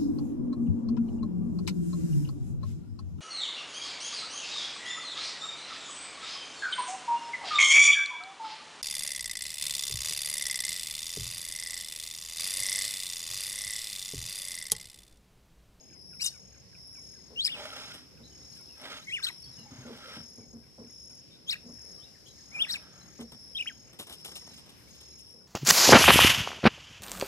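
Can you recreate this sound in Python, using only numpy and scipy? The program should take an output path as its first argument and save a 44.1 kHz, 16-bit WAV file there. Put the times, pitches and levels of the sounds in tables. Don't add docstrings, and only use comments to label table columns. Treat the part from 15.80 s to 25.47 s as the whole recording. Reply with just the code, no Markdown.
import sys
import numpy as np
from scipy import signal
from scipy.io import wavfile
from scipy.ndimage import uniform_filter1d

SR = 44100
rng = np.random.default_rng(int(sys.argv[2]) if len(sys.argv) > 2 else 0)


def waveform_to_disk(signal):
    frames = np.transpose(np.atleast_2d(signal))
    scaled = np.clip(frames, -1, 1) * 32767
    samples = np.round(scaled).astype(np.int16)
    wavfile.write(sys.argv[1], SR, samples)


def natural_amplitude(level_db):
    exponent = np.asarray(level_db, float) / 20
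    return 10 ** exponent


N = 426447

# (first pulse [s], pulses [count])
LOW_CRICKET_BOUTS = [(.222, 20), (1.057, 17), (1.855, 19), (2.7, 18), (3.495, 18), (4.28, 19), (5.11, 16),
                     (5.905, 19), (6.726, 17), (7.605, 16), (8.395, 17), (9.285, 16)]
LOW_CRICKET_DB = [-0.2, -0.8, 0, -0.5, -0.2, -0.2, -0.5, -1, -2, -2, -0.3, -2.5]


def rms_one(x):
    return x / np.sqrt(np.mean(x ** 2) + 1e-20)


def in_time(rows, outside=None):
    s, *columns = np.transpose(rows)
    return [np.interp(np.arange(N) / SR, s, c, outside, outside) for c in columns]


def at_hz(points, hz):
    known_hz, known_db = np.array(points)[:, :2].T
    return np.interp(np.log(hz), np.log(known_hz), known_db)


def band(x, low_hz, high_hz, order=2):
    limits = [low_hz, min(high_hz, .45 * SR)]
    return signal.sosfilt(signal.butter(order, limits, "band", fs=SR, output="sos"), x)


def low_pass(x, hz, order):
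    return signal.sosfilt(signal.butter(order, hz, fs=SR, output="sos"), x)


def drift(rate):
    return np.interp(np.arange(N) * rate / SR, np.arange(N // 100), rng.standard_normal(N // 100))


def coloured(spectrum, white):
    lowest, highest = spectrum[0][0], spectrum[-1][0]
    edges = lowest * 2 ** np.arange(0, np.log2(highest / lowest) + .1, 1 / 3)
    out = 0
    for k, (low, high) in enumerate(zip(edges, edges[1:])):
        gain = natural_amplitude(at_hz(spectrum, np.sqrt(low * high)))
        out = out + (-1) ** k * gain * band(white, low, high)
    return out


def resonance(x, hz, width):
    r = np.exp(-np.pi * width / SR)
    return signal.lfilter([(1 - r * r) / 2, 0, (r * r - 1) / 2], [1, -2 * r * np.cos(2 * np.pi * hz / SR), r * r], x)


def ports(x, lead, shade_db, shade_hz):
    late = np.interp(np.arange(N) - np.abs(lead), np.arange(N), x)
    bass = low_pass(late, shade_hz, 2)
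    late = bass + natural_amplitude(shade_db) * (late - bass)
    return np.where(np.asarray(lead) >= 0, [x, late], [late, x])


def leaves(x, wet_db, t60):
    tail = rng.standard_normal((2, SR // 10)) * natural_amplitude(wet_db - 60 * np.arange(SR // 10) / SR / t60)
    tail[:, 0] = 1
    return signal.fftconvolve(np.atleast_2d(x), tail, axes=1)[:, :N]


def bursts(s, db, length, sharp):
    out, u = np.zeros(N), np.arange(int(3 * length * SR)) / (length * SR)
    shape = (1 - np.exp(-sharp * u)) * np.exp(-1.6 * u ** 2)
    for at, gain in zip(np.round(s * SR).astype(int), natural_amplitude(db)):
        out[at:at + len(u)] += (gain * shape)[:N - at]
    return out


def air():
    # (pitch [Hz], level [dB per Hz])
    rumble_spectrum = [(18, -38), (30, -11), (69, -2.5), (140, 2), (350, -6.5), (492, -7.5), (1200, -26.5)]
    # (pitch [Hz], level [dB per Hz])
    leaf_spectrum = [(1550, -20.5), (4310, -25), (5310, -19), (6050, -11), (6720, -20), (7260, -33.5),
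                     (10700, -30.5), (15500, -38)]
    # (pitch [Hz], likeness [0 to 1])
    likeness = [(60, 0.068), (240, 0.45), (950, 0.16), (3770, 0.022), (15000, 0.047)]
    # (time [s], level [dB])
    breeze = [(0, -70), (2.3, -65.5), (4.2, -63.5), (4.7, -69.5), (5.5, -68.5), (6.3, -65.5), (7.2, -65),
              (7.65, -67.5), (8.3, -67), (9.0, -62.5), (9.35, -67.5), (9.67, -70)]
    rumble_db, leaves_db, gust_db, hum_db, flicker_db = -59, 0.5, -0.5, -66.5, 2.6
    breeze_db = in_time(breeze)[0] + gust_db * drift(1.33)
    hum = rms_one(resonance(rng.standard_normal(N), 67.8, 8.6))
    layers, edges = [0, 0], 35 * 2 ** np.arange(0, 9.1, .5)
    white = rng.standard_normal((2, 2, N))
    for k, (low_hz, high_hz) in enumerate(zip(edges, edges[1:])):
        mid, side = band(white[k % 2], low_hz, high_hz)
        hz = np.sqrt(low_hz * high_hz)
        alike = np.clip(at_hz(likeness, hz), 0, 1)
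        tilt_db = np.array([[1], [-1]]) * 2.3 * (hz > 5000)
        gain = natural_amplitude(at_hz(rumble_spectrum + leaf_spectrum, hz) + flicker_db * drift(8) + tilt_db)
        both = np.sqrt(1 + alike) * mid + np.sqrt(1 - alike) * side * [[1], [-1]]
        layers[int(hz > 800)] += gain * both
    low, high = layers
    high = high / np.std(band(high, 2380, 5430))
    return natural_amplitude(hum_db) * hum + natural_amplitude(rumble_db) * rms_one(low) + natural_amplitude(leaves_db + breeze_db) * high


def chorus():
    out, t = np.zeros((2, N)), np.arange(N) / SR
    swell, swell_db, lag_s = 0, 13.5, 0.013
    for (s, count), db in zip(LOW_CRICKET_BOUTS, LOW_CRICKET_DB):
        middle_s = s + lag_s + 0.013 * count / 2
        swell = swell + natural_amplitude(db / 2) * np.exp(-((t - middle_s) / 0.29) ** 2)
    for level_db, low_hz, high_hz in zip((-68.5, -66.5), (5060, 5300), (5250, 5550)):
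        for side in range(2):
            group = 0
            for hz, rate in zip(np.linspace(low_hz, high_hz, 5), rng.uniform(38, 60, 5)):
                turn = 2 * np.pi * (hz * t + np.cumsum(42 * drift(150)) / SR)
                stroke = np.maximum(np.sin(2 * np.pi * rate * t + rate) + 1.4, 0) * natural_amplitude(4.8 * drift(5))
                group = group + stroke * (np.sin(turn) + natural_amplitude(-17.0) * np.sin(2 * turn))
            out[side] += natural_amplitude(level_db + swell_db * swell + (2.5, -.6)[side]) * rms_one(group)
    return out


def cricket(bouts, bout_db, period, hz, duty, double_db):
    out, u = np.zeros(N + SR), np.linspace(0, 1, int(duty * period * SR))
    scratch = np.tile(0.7 + drift(230), 2)
    for (s, count), level_db in zip(bouts, bout_db):
        for k, (start, push) in enumerate(rng.standard_normal((count, 2))):
            turn = 2 * np.pi * np.cumsum(hz * (1.004 - 0.01 * u)) / SR + 3 * start
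            at = round((s + (k - duty / 2) * period + .5) * SR)
            overtone = natural_amplitude(double_db) * scratch[at:at + len(u)] * np.sin(1.98 * turn)
            pulse = np.sin(np.pi * u) ** 0.29 * (np.sin(turn) + overtone)
            out[at:at + len(u)] += natural_amplitude(level_db + 1.8 * push) * pulse
    return out[SR // 2:SR // 2 + N]


def near_crickets():
    # (first pulse [s], pulses [count])
    high_bouts = [(-.16, 13), (.483, 14), (1.147, 14), (1.814, 13), (2.457, 13), (3.125, 13), (3.768, 13),
                  (4.439, 13), (5.08, 14), (5.872, 11), (6.464, 14), (7.136, 13), (7.806, 13), (8.449, 14),
                  (9.113, 13)]
    high_bout_db = [0.1, 0.1, 0.1, 0.1, 0.1, 0.1, 0.1, 0.1, 0.1, 0.1, 0.1, 0.1, 0.1, 0.1, 0.1]
    # (first pulse [s], pulses [count])
    peep_bouts = [(3.525, 8)]
    high = natural_amplitude(-51.5) * cricket(high_bouts, high_bout_db, .0248, 6605, duty=.6, double_db=-59)
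    low = natural_amplitude(-51) * cricket(LOW_CRICKET_BOUTS, LOW_CRICKET_DB, .0187, 5520, duty=0.65, double_db=-7.5)
    low += natural_amplitude(-67) * cricket(peep_bouts, [0], 0.026, 3420, duty=0.84, double_db=-30)
    high = ports(high, 4.94, shade_db=-5.5, shade_hz=3000)
    return high + ports(low, 5.0, shade_db=-7.5, shade_hz=5600)


def distant_birds():
    # (start [s], length [s], from [Hz], to [Hz], level [dB])
    calls = [(2.431, 0.024, 3600, 4500, -60), (2.439, 0.041, 4310, 3660, -63),
             (2.507, 0.038, 3110, 2930, -65), (2.62, 0.024, 3650, 4100, -68),
             (2.718, .018, 4500, 4000, -63), (2.88, 0.021, 2500, 3120, -64),
             (2.899, 0.015, 2880, 2500, -62), (2.93, .03, 2600, 2550, -65), (3.625, .03, 4700, 4400, -55),
             (3.653, 0.022, 3450, 3170, -60), (3.669, 0.033, 4300, 4550, -63),
             (3.71, 0.067, 4250, 3480, -67), (3.774, .025, 2950, 2830, -61),
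             (3.795, .045, 2850, 2750, -67.5), (3.777, .06, 4400, 3780, -66),
             (3.868, 0.032, 2310, 2100, -66), (6.168, 0.033, 1100, 1250, -68),
             (6.189, 0.042, 3150, 3040, -62), (6.216, 0.025, 3280, 3830, -58),
             (6.23, 0.034, 3750, 3880, -60), (6.25, 0.026, 2760, 2780, -65),
             (6.339, 0.034, 2390, 1450, -67), (6.459, .016, 2860, 3700, -58),
             (6.48, 0.034, 4120, 3790, -62), (6.57, 0.035, 2315, 1580, -67.5),
             (7.205, .03, 4100, 3960, -64), (8.07, .03, 2500, 3100, -68), (8.7, .03, 4200, 3820, -62),
             (9.07, .02, 2200, 2300, -67), (9.247, 0.08, 2710, 2672, -71), (9.33, 0.033, 2450, 2070, -70),
             (9.312, 0.018, 4000, 4200, -65), (9.599, 0.021, 1600, 1430, -71.5)]
    out = np.zeros(N)
    for s, length, from_hz, to_hz, db in calls:
        pitch, at = np.geomspace(from_hz, to_hz, int(length * SR)), round(s * SR)
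        tone = np.sin(2 * np.pi * np.cumsum(pitch) / SR)
        out[at:at + len(pitch)] += natural_amplitude(db) * np.hanning(len(pitch)) ** .5 * tone
    return leaves(out * natural_amplitude(4.6 * drift(220)), wet_db=-24.5, t60=0.17)


def far_bird():
    # (offset [s], length [s], from [Hz], to [Hz], level [dB])
    phrase = [(-.043, 0.0161, 2460, 1493, -0.5), (-.02, 0.026, 1580, 1350, -0.5),
              (-.014, 0.0064, 2800, 2240, 4.5), (0, .028, 2200, 2050, 0.5), (.005, 0.02, 1240, 1000, -6)]
    # (first phrase [s], last phrase [s], peak level [dB])
    runs = [(.143, 1.373, -74), (2.389, 2.8, -75), (3.691, 3.691, -77), (7.245, 7.245, -81),
            (8.6, 8.6, -78), (8.755, 9.2, -81), (4.615, 5.315, -79), (5.575, 5.575, -80), (6.02, 6.02, -80),
            (8.09, 8.09, -79)]
    gap_s, out, phrases = .205, np.zeros(N), []
    for first, last, db in runs:
        count = round((last - first) / gap_s) + 1
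        phrases += [(s, db) for s in np.linspace(first, last, count)]
    for (s, db), chance in zip(phrases, rng.standard_normal((len(phrases), 2, len(phrase)))):
        for (offset, length, from_hz, to_hz, slur_db), bend, push in zip(phrase, *chance):
            glide = np.geomspace(from_hz, to_hz, int(length * SR)) * (1 + 0.0353 * bend)
            at = round((s + offset) * SR)
            tone = np.hanning(len(glide)) ** 0.035 * np.sin(2 * np.pi * np.cumsum(glide) / SR)
            out[at:at + len(glide)] += natural_amplitude(db + slur_db + 6.0 + 2.0 * push) * tone
    return leaves(ports(out * natural_amplitude(5 * drift(250)), 1.3, shade_db=-3.0, shade_hz=4000), wet_db=-26, t60=.08)


def drag():
    # (start [s], end [s], force at start [dB], force at end [dB], grit [dB])
    strokes = [
        (1.785, 2.171, -47.5, -61, -24),
        (3.053, 3.171, -48.5, -54.5, -25.5),
        (3.923, 4.373, -62, -56, -27.5),
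        (6.76, 7.3, -60, -73, -34),
    ]
    # (pitch [Hz], width [Hz], level [dB])
    rings = [(269, 17, -3.5), (617, 15, -6.5), (815, 11, -8), (1305, 280, 2.5), (1580, 29, 5)]
    # (pitch [Hz], level [dB per Hz])
    grit_spectrum = [(1060, -45), (1800, -11), (3120, 3), (4720, -1.5), (5400, -20), (6020, -9.5),
                     (11000, -16), (15500, -30)]
    # (start [s], length [s], pitch [Hz], level [dB])
    catches = [(1.735, .16, 600, -52), (1.772, .07, 825, -55), (1.88, .1, 1310, -51),
               (2.08, .07, 1450, -54), (3.07, .09, 1280, -56), (3.81, 0.13, 820, -61.5),
               (4.02, .07, 1430, -57), (4.18, 0.2, 1324, -55.5), (4.97, .07, 1000, -67),
               (4.22, 0.14, 520, -56)]
    rise_s, fall_s, edge_db = .1, 0.09, -22
    brighten_db, catch_width_hz = 7.5, 90
    grit = rng.standard_normal(N) * natural_amplitude(2.5 * drift(200) + .8 * drift(25))
    low = sum(natural_amplitude(db) * resonance(grit, hz, width) for hz, width, db in rings[:3])
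    low = rms_one(low + 0.22 * band(grit, 350, 1310))
    middle = sum(natural_amplitude(db) * resonance(grit, hz, width) for hz, width, db in rings[3:])
    middle = rms_one(middle + 0.031 * band(grit, 790, 2300))
    high = coloured(grit_spectrum, grit)
    high = high / np.std(band(high, 8310, 8560))
    out = 0
    for start, end, start_db, end_db, grit_db in strokes:
        force_db, = in_time([(start - rise_s, start_db + edge_db), (start, start_db), (end, end_db),
                             (end + fall_s, end_db + edge_db)], -120)
        dull_db, = in_time([(start, -brighten_db), (end, 0)])
        upper = natural_amplitude(dull_db) * (natural_amplitude(5.0) * middle + natural_amplitude(grit_db + 12.5) * high)
        out = out + natural_amplitude(force_db) * (natural_amplitude(0.9) * low + upper)
    for s, length, hz, db in catches:
        at, span = round(s * SR), round(length * SR)
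        ring = resonance(resonance(grit[at:at + span], hz, catch_width_hz), hz, 2 * catch_width_hz)
        out[at:at + span] += natural_amplitude(db) * np.hanning(span) * rms_one(ring)
    return ports(out, -2.5, shade_db=-30.5, shade_hz=4000)


def knocks():
    # (time [s], peak level [dB], brightness [dB])
    blows = np.array([(1.505, -62, 4.5), (2.401, -51, -7), (3.664, -45, -36), (3.779, -39, -35),
                      (3.908, -41, -24), (3.981, -39.5, -39), (4.052, -47, -2.5), (4.094, -46, -5.5),
                      (4.366, -35, -36), (4.581, -48.5, -7.5), (4.732, -46, -10), (4.982, -46, -3.5),
                      (5.035, -46, -31), (5.838, -51.5, -6.5), (5.886, -46.5, -9), (5.908, -81, -21),
                      (7.389, -46.5, -2.5), (7.518, -43.5, -31), (9.539, -68, 4)])
    # (pitch [Hz], level [dB], time to fall 60 dB [s])
    modes = [(117, -10, 0.048), (234.4, 3, 0.11), (441, 2, 0.054), (502, -2, 0.04), (639, -18.5, 0.23),
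             (1047, -13, 0.044)]
    s, blow_db, bright_db = blows.T
    out = np.zeros(N)
    for hz, db, t60 in modes:
        peak_db = blow_db + db + np.log2(hz / 175).clip(0, 1.5) * bright_db
        push = bursts(s - .004, peak_db, 0.077, sharp=50.0)
        ring = resonance(push * rng.standard_normal(N), hz, 2.02 / t60)
        out += ring * np.sqrt(t60 * SR) * natural_amplitude(-10)
    return ports(band(out, 60, 1550), -7, shade_db=-27.0, shade_hz=3000)


def flaps():
    # (time [s], peak level [dB], low puff [dB])
    beats = [(2.136, -48.5, -49), (2.7594, -57, -81), (4.164, -59, -72), (6.4672, -58, -76),
             (7.389, -67, -46.5), (7.402, -52, -63), (7.518, -54, -50.5), (8.0667, -75, -62),
             (8.128, -58, -54.5), (8.188, -41.5, -44.5), (8.2073, -47.5, -50), (8.267, -51, -50.5),
             (8.293, -46, -45.5), (8.3234, -47, -55), (8.3954, -65, -73), (8.445, -43.5, -48.5),
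             (8.4765, -49, -49), (8.514, -56, -50), (8.554, -41.5, -48.5), (8.733, -54.5, -69),
             (8.774, -53, -55.5), (8.8584, -60, -54.5), (8.891, -55, -59), (9.082, -58, -77),
             (9.146, -59, -77), (9.205, -54.5, -58), (9.286, -75, -78), (9.386, -57, -74),
             (9.4316, -65, -63), (9.476, -64, -66), (9.503, -69, -73), (8.615, -68, -57), (8.665, -60, -53),
             (8.695, -62, -59), (5.3, -70, -64)]
    # (pitch [Hz], level [dB per Hz])
    feather_spectrum = [(1760, -30), (3000, 13), (4470, 0.5), (5380, 0), (5880, -1.5), (11500, 5),
                        (15500, -7)]
    s, peak_db, puff_db = np.transpose(beats)
    beat_s, shiver_s, shiver_db = 0.034, 0.099, -16.5
    grain = rng.standard_normal(N) * natural_amplitude(3.2 * drift(400))
    brush = bursts(s, peak_db, beat_s, sharp=37.0) * natural_amplitude(1.5)
    shiver = bursts(s, peak_db + shiver_db, shiver_s, sharp=33.0)
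    bright = rms_one(coloured(feather_spectrum, grain)) * (brush + shiver)
    puff = rms_one(band(grain, 81, 980, order=1)) * bursts(s, puff_db, beat_s, sharp=5.4)
    return ports(bright + puff, 5.6, shade_db=-6.5, shade_hz=5660)


def bird_voices():
    # (time [s], pitch [Hz], level [dB])
    clear = [
        [(3.267, 1990, -39), (3.288, 2277, -36.5), (3.302, 1896, -39), (3.316, 2240, -37.5), (3.343, 3030, -24),
         (3.356, 2810, -32), (3.372, 2210, -32), (3.392, 1515, -43.5), (3.414, 780, -61)],
        [(6.712, 2000, -50), (6.735, 2380, -47), (6.755, 2463, -30), (6.782, 2310, -37), (6.796, 2670, -28.5),
         (6.823, 3580, -18), (6.834, 3130, -29), (6.848, 2700, -30.5), (6.858, 1560, -37)],
        [(7.748, 3210, -31), (7.765, 3220, -33), (7.777, 4000, -29), (7.787, 2760, -32), (7.795, 2410, -32),
         (7.811, 2970, -22.5), (7.819, 2700, -40), (7.826, 2430, -27), (7.833, 2160, -58)],
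        [(7.856, 1140, -45), (7.868, 2405, -37), (7.878, 3165, -25.5), (7.886, 3280, -34), (7.893, 2110, -38),
         (7.902, 1730, -44.5), (7.919, 1370, -53)],
    ]
    # (time [s], pitch [Hz], level [dB])
    harsh = [
        [(.406, 5370, -45), (.424, 5920, -31), (.432, 5600, -27), (.438, 6600, -40), (.449, 7790, -36),
         (.462, 6100, -26.5), (.471, 5250, -29), (.479, 4570, -34), (.489, 6070, -23)],
        [(1.554, 2770, -49), (1.572, 2760, -33.5), (1.6, 3300, -23.5), (1.643, 4750, -33), (1.652, 4960, -16),
         (1.662, 5390, -27.5), (1.67, 4990, -23.5), (1.681, 3340, -26.5), (1.687, 2600, -41)],
        [(3.424, 3000, -45), (3.438, 4410, -29), (3.446, 4000, -21), (3.456, 4120, -34), (3.464, 3660, -40),
         (3.469, 2880, -26), (3.476, 3900, -33), (3.485, 4000, -32.5), (3.494, 3700, -35)],
        [(5.665, 3040, -56), (5.685, 3380, -35), (5.696, 3590, -22.5), (5.704, 4110, -26), (5.712, 5640, -28.5),
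         (5.718, 4620, -30), (5.734, 3560, -30)],
        [(6.882, 4000, -43), (6.89, 4160, -39), (6.906, 3620, -21.5), (6.914, 4510, -27.5), (6.922, 5750, -28),
         (6.931, 5360, -27), (6.943, 3600, -25.5), (6.948, 3400, -42)],
    ]
    # (time [s], pitch [Hz], level [dB])
    stack = [
        [(.394, 2184, -44), (.42, 2885, -37), (.433, 2910, -40), (.446, 2850, -46), (.46, 2900, -38),
         (.476, 2880, -39), (.486, 2900, -48)],
        [(.424, 3700, -48), (.436, 3800, -44), (.452, 3710, -31), (.463, 3750, -41), (.474, 3780, -34),
         (.49, 3730, -41)],
        [(.398, 7660, -56), (.42, 9360, -49), (.436, 10300, -38), (.45, 9440, -28)],
        [(.399, 3840, -48), (.418, 4750, -29.5), (.428, 5070, -28), (.445, 5000, -36), (.458, 4700, -42)],
        [(.406, 6700, -51), (.422, 7800, -32), (.433, 7970, -38), (.447, 8950, -32), (.463, 7060, -35),
         (.475, 5750, -29)],
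        [(1.648, 4320, -33), (1.665, 2560, -35.5), (1.682, 1626, -44.5), (1.7, 3090, -32.5), (1.71, 2690, -41),
         (1.724, 3650, -31), (1.75, 2630, -36), (1.772, 2570, -53)],
    ]
    # (start [s], length [s], from [Hz], to [Hz], level [dB])
    slurs = [(6.945, .027, 2960, 2135, -33.5), (5.666, 0.044, 6150, 7400, -47.5),
             (0.405, .03, 1600, 1900, -56), (.455, .03, 2050, 2000, -56), (.412, 0.039, 10300, 10900, -42),
             (0.453, 0.031, 10600, 6970, -32), (.466, .012, 6350, 6000, -35),
             (0.485, 0.015, 4200, 4540, -40), (1.639, .016, 9400, 5500, -38),
             (1.663, 0.017, 10600, 9640, -33), (1.734, 0.027, 9400, 7700, -54),
             (3.295, .02, 4000, 3870, -46), (3.41, 0.032, 1650, 1500, -51), (3.428, 0.031, 8600, 8240, -42),
             (3.469, .02, 8300, 8000, -48), (1.649, 0.029, 8800, 7340, -33),
             (3.213, 0.036, 3520, 4300, -49), (3.272, 0.14, 3130, 3600, -47),
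             (3.39, 0.024, 3210, 1800, -43), (3.441, 0.017, 6310, 3640, -32),
             (3.444, 0.0225, 2400, 1260, -44.5), (3.461, 0.029, 1380, 1580, -42.5),
             (3.486, 0.0278, 1580, 780, -52), (3.469, 0.039, 3480, 1800, -38),
             (5.504, 0.07, 3630, 3700, -53), (5.698, 0.049, 2900, 1443, -42),
             (5.751, 0.0166, 1504, 2230, -44), (5.722, 0.027, 3000, 2345, -29),
             (6.864, 0.023, 1550, 2170, -42.5), (6.883, 0.029, 2130, 1650, -41),
             (6.935, 0.017, 1980, 1550, -41), (6.956, 0.029, 1490, 860, -58)]
    voice = np.zeros(N, complex)
    for rows in clear + harsh + stack:
        s, hz, db = np.transpose(rows)
        at = np.arange(round(s[0] * SR), round(s[-1] * SR))
        pitch = uniform_filter1d(np.interp(at / SR, s, hz), size=260, mode="nearest")
        level = natural_amplitude(np.interp(at / SR, s, db)) * signal.windows.tukey(len(at), .12)
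        voice[at] += level * np.exp(2j * np.pi * np.cumsum(pitch) / SR)
    for s, length, from_hz, to_hz, db in slurs:
        pitch, at = np.geomspace(from_hz, to_hz, int(length * SR)), round(s * SR)
        swell = np.sin(np.linspace(0, np.pi, len(pitch))).clip(0) ** 0.74
        voice[at:at + len(pitch)] += natural_amplitude(db) * swell * np.exp(2j * np.pi * np.cumsum(pitch) / SR)
    return voice * natural_amplitude(1.76 * drift(300))


def birds():
    # (start [s], sum and double tones [dB], triple and fourth tones [dB], rasp [dB], left lead [samples])
    call_colour = np.array([(.39, -16, -26, -20, 6.0), (1.55, -20, -36, -33, 5.8),
                            (1.645, -27, -32, -23, 5.8), (1.7, -40, -24, -36, 6.2),
                            (3.2, -24, -22, -36, 5.1), (3.417, -17, -26, -18, 5.7),
                            (5.65, -21, -28, -21, 6.1), (6.1, -36, -25, -36, 4.8),
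                            (6.865, -20, -20, -19, 5.8), (7.74, -34, -25, -36, 3.64),
                            (7.85, -24, -26, -33, 3.1)])
    # (delay [s], level [dB])
    echoes = [(.0031, -13), (.0078, -19), (0.0134, -24), (.023, -30)]
    voice = bird_voices()
    call = np.maximum(np.searchsorted(call_colour[:, 0], np.arange(N) / SR) - 1, 0)
    _, double, triple, rasp, lead = call_colour[call].T
    flutter = low_pass(rng.standard_normal((2, N)), 450, 4)
    shake = (flutter[0] + 1j * flutter[1]) / flutter.std()
    voice *= 1 + natural_amplitude(rasp + 10) * shake
    effort = uniform_filter1d(np.abs(voice), size=200) + 1e-6
    spin = voice / effort
    fourth_db, full_effort_db = -8, -41
    overtones = natural_amplitude(double) + natural_amplitude(triple) * spin * (1 + natural_amplitude(fourth_db) * spin)
    bent = voice * spin * overtones * np.minimum(effort / natural_amplitude(full_effort_db), 1)
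    bent = band(bent.real, 6000, 13200)
    hiss = natural_amplitude(rasp) * effort * rms_one(band(rng.standard_normal(N), 2000, 12600, order=1))
    direct = voice.real + bent + hiss
    wet = direct.copy()
    for s, db in echoes:
        delay = round(s * SR)
        wet[delay:] += natural_amplitude(db) * direct[:-delay]
    tail = rng.standard_normal((2, SR // 4)) * natural_amplitude(-60 * np.arange(SR // 4) / SR / 0.27)
    foliage = natural_amplitude(-48) * signal.fftconvolve(direct[None], tail, axes=1)[:, :N]
    side_gain = natural_amplitude(np.array([[0], [-1.8]]))
    return side_gain * ports(wet, lead, shade_db=-6.5, shade_hz=5500) + foliage


def scene():
    background = air() + chorus() + near_crickets() + distant_birds() + far_bird()
    return background + drag() + knocks() + flaps() + birds()


def roll_off(x):
    return signal.sosfilt(signal.butter(12, 15700, fs=SR, output="sos"), x)


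def record(dry):
    mix = signal.sosfilt(signal.cheby2(10, 50, 15800, fs=SR, output="sos"), dry)
    mix = signal.sosfilt(signal.butter(3, 48, "high", fs=SR, output="sos"), mix)
    return roll_off(mix)


dry = scene()
out = record(dry)
waveform_to_disk(out)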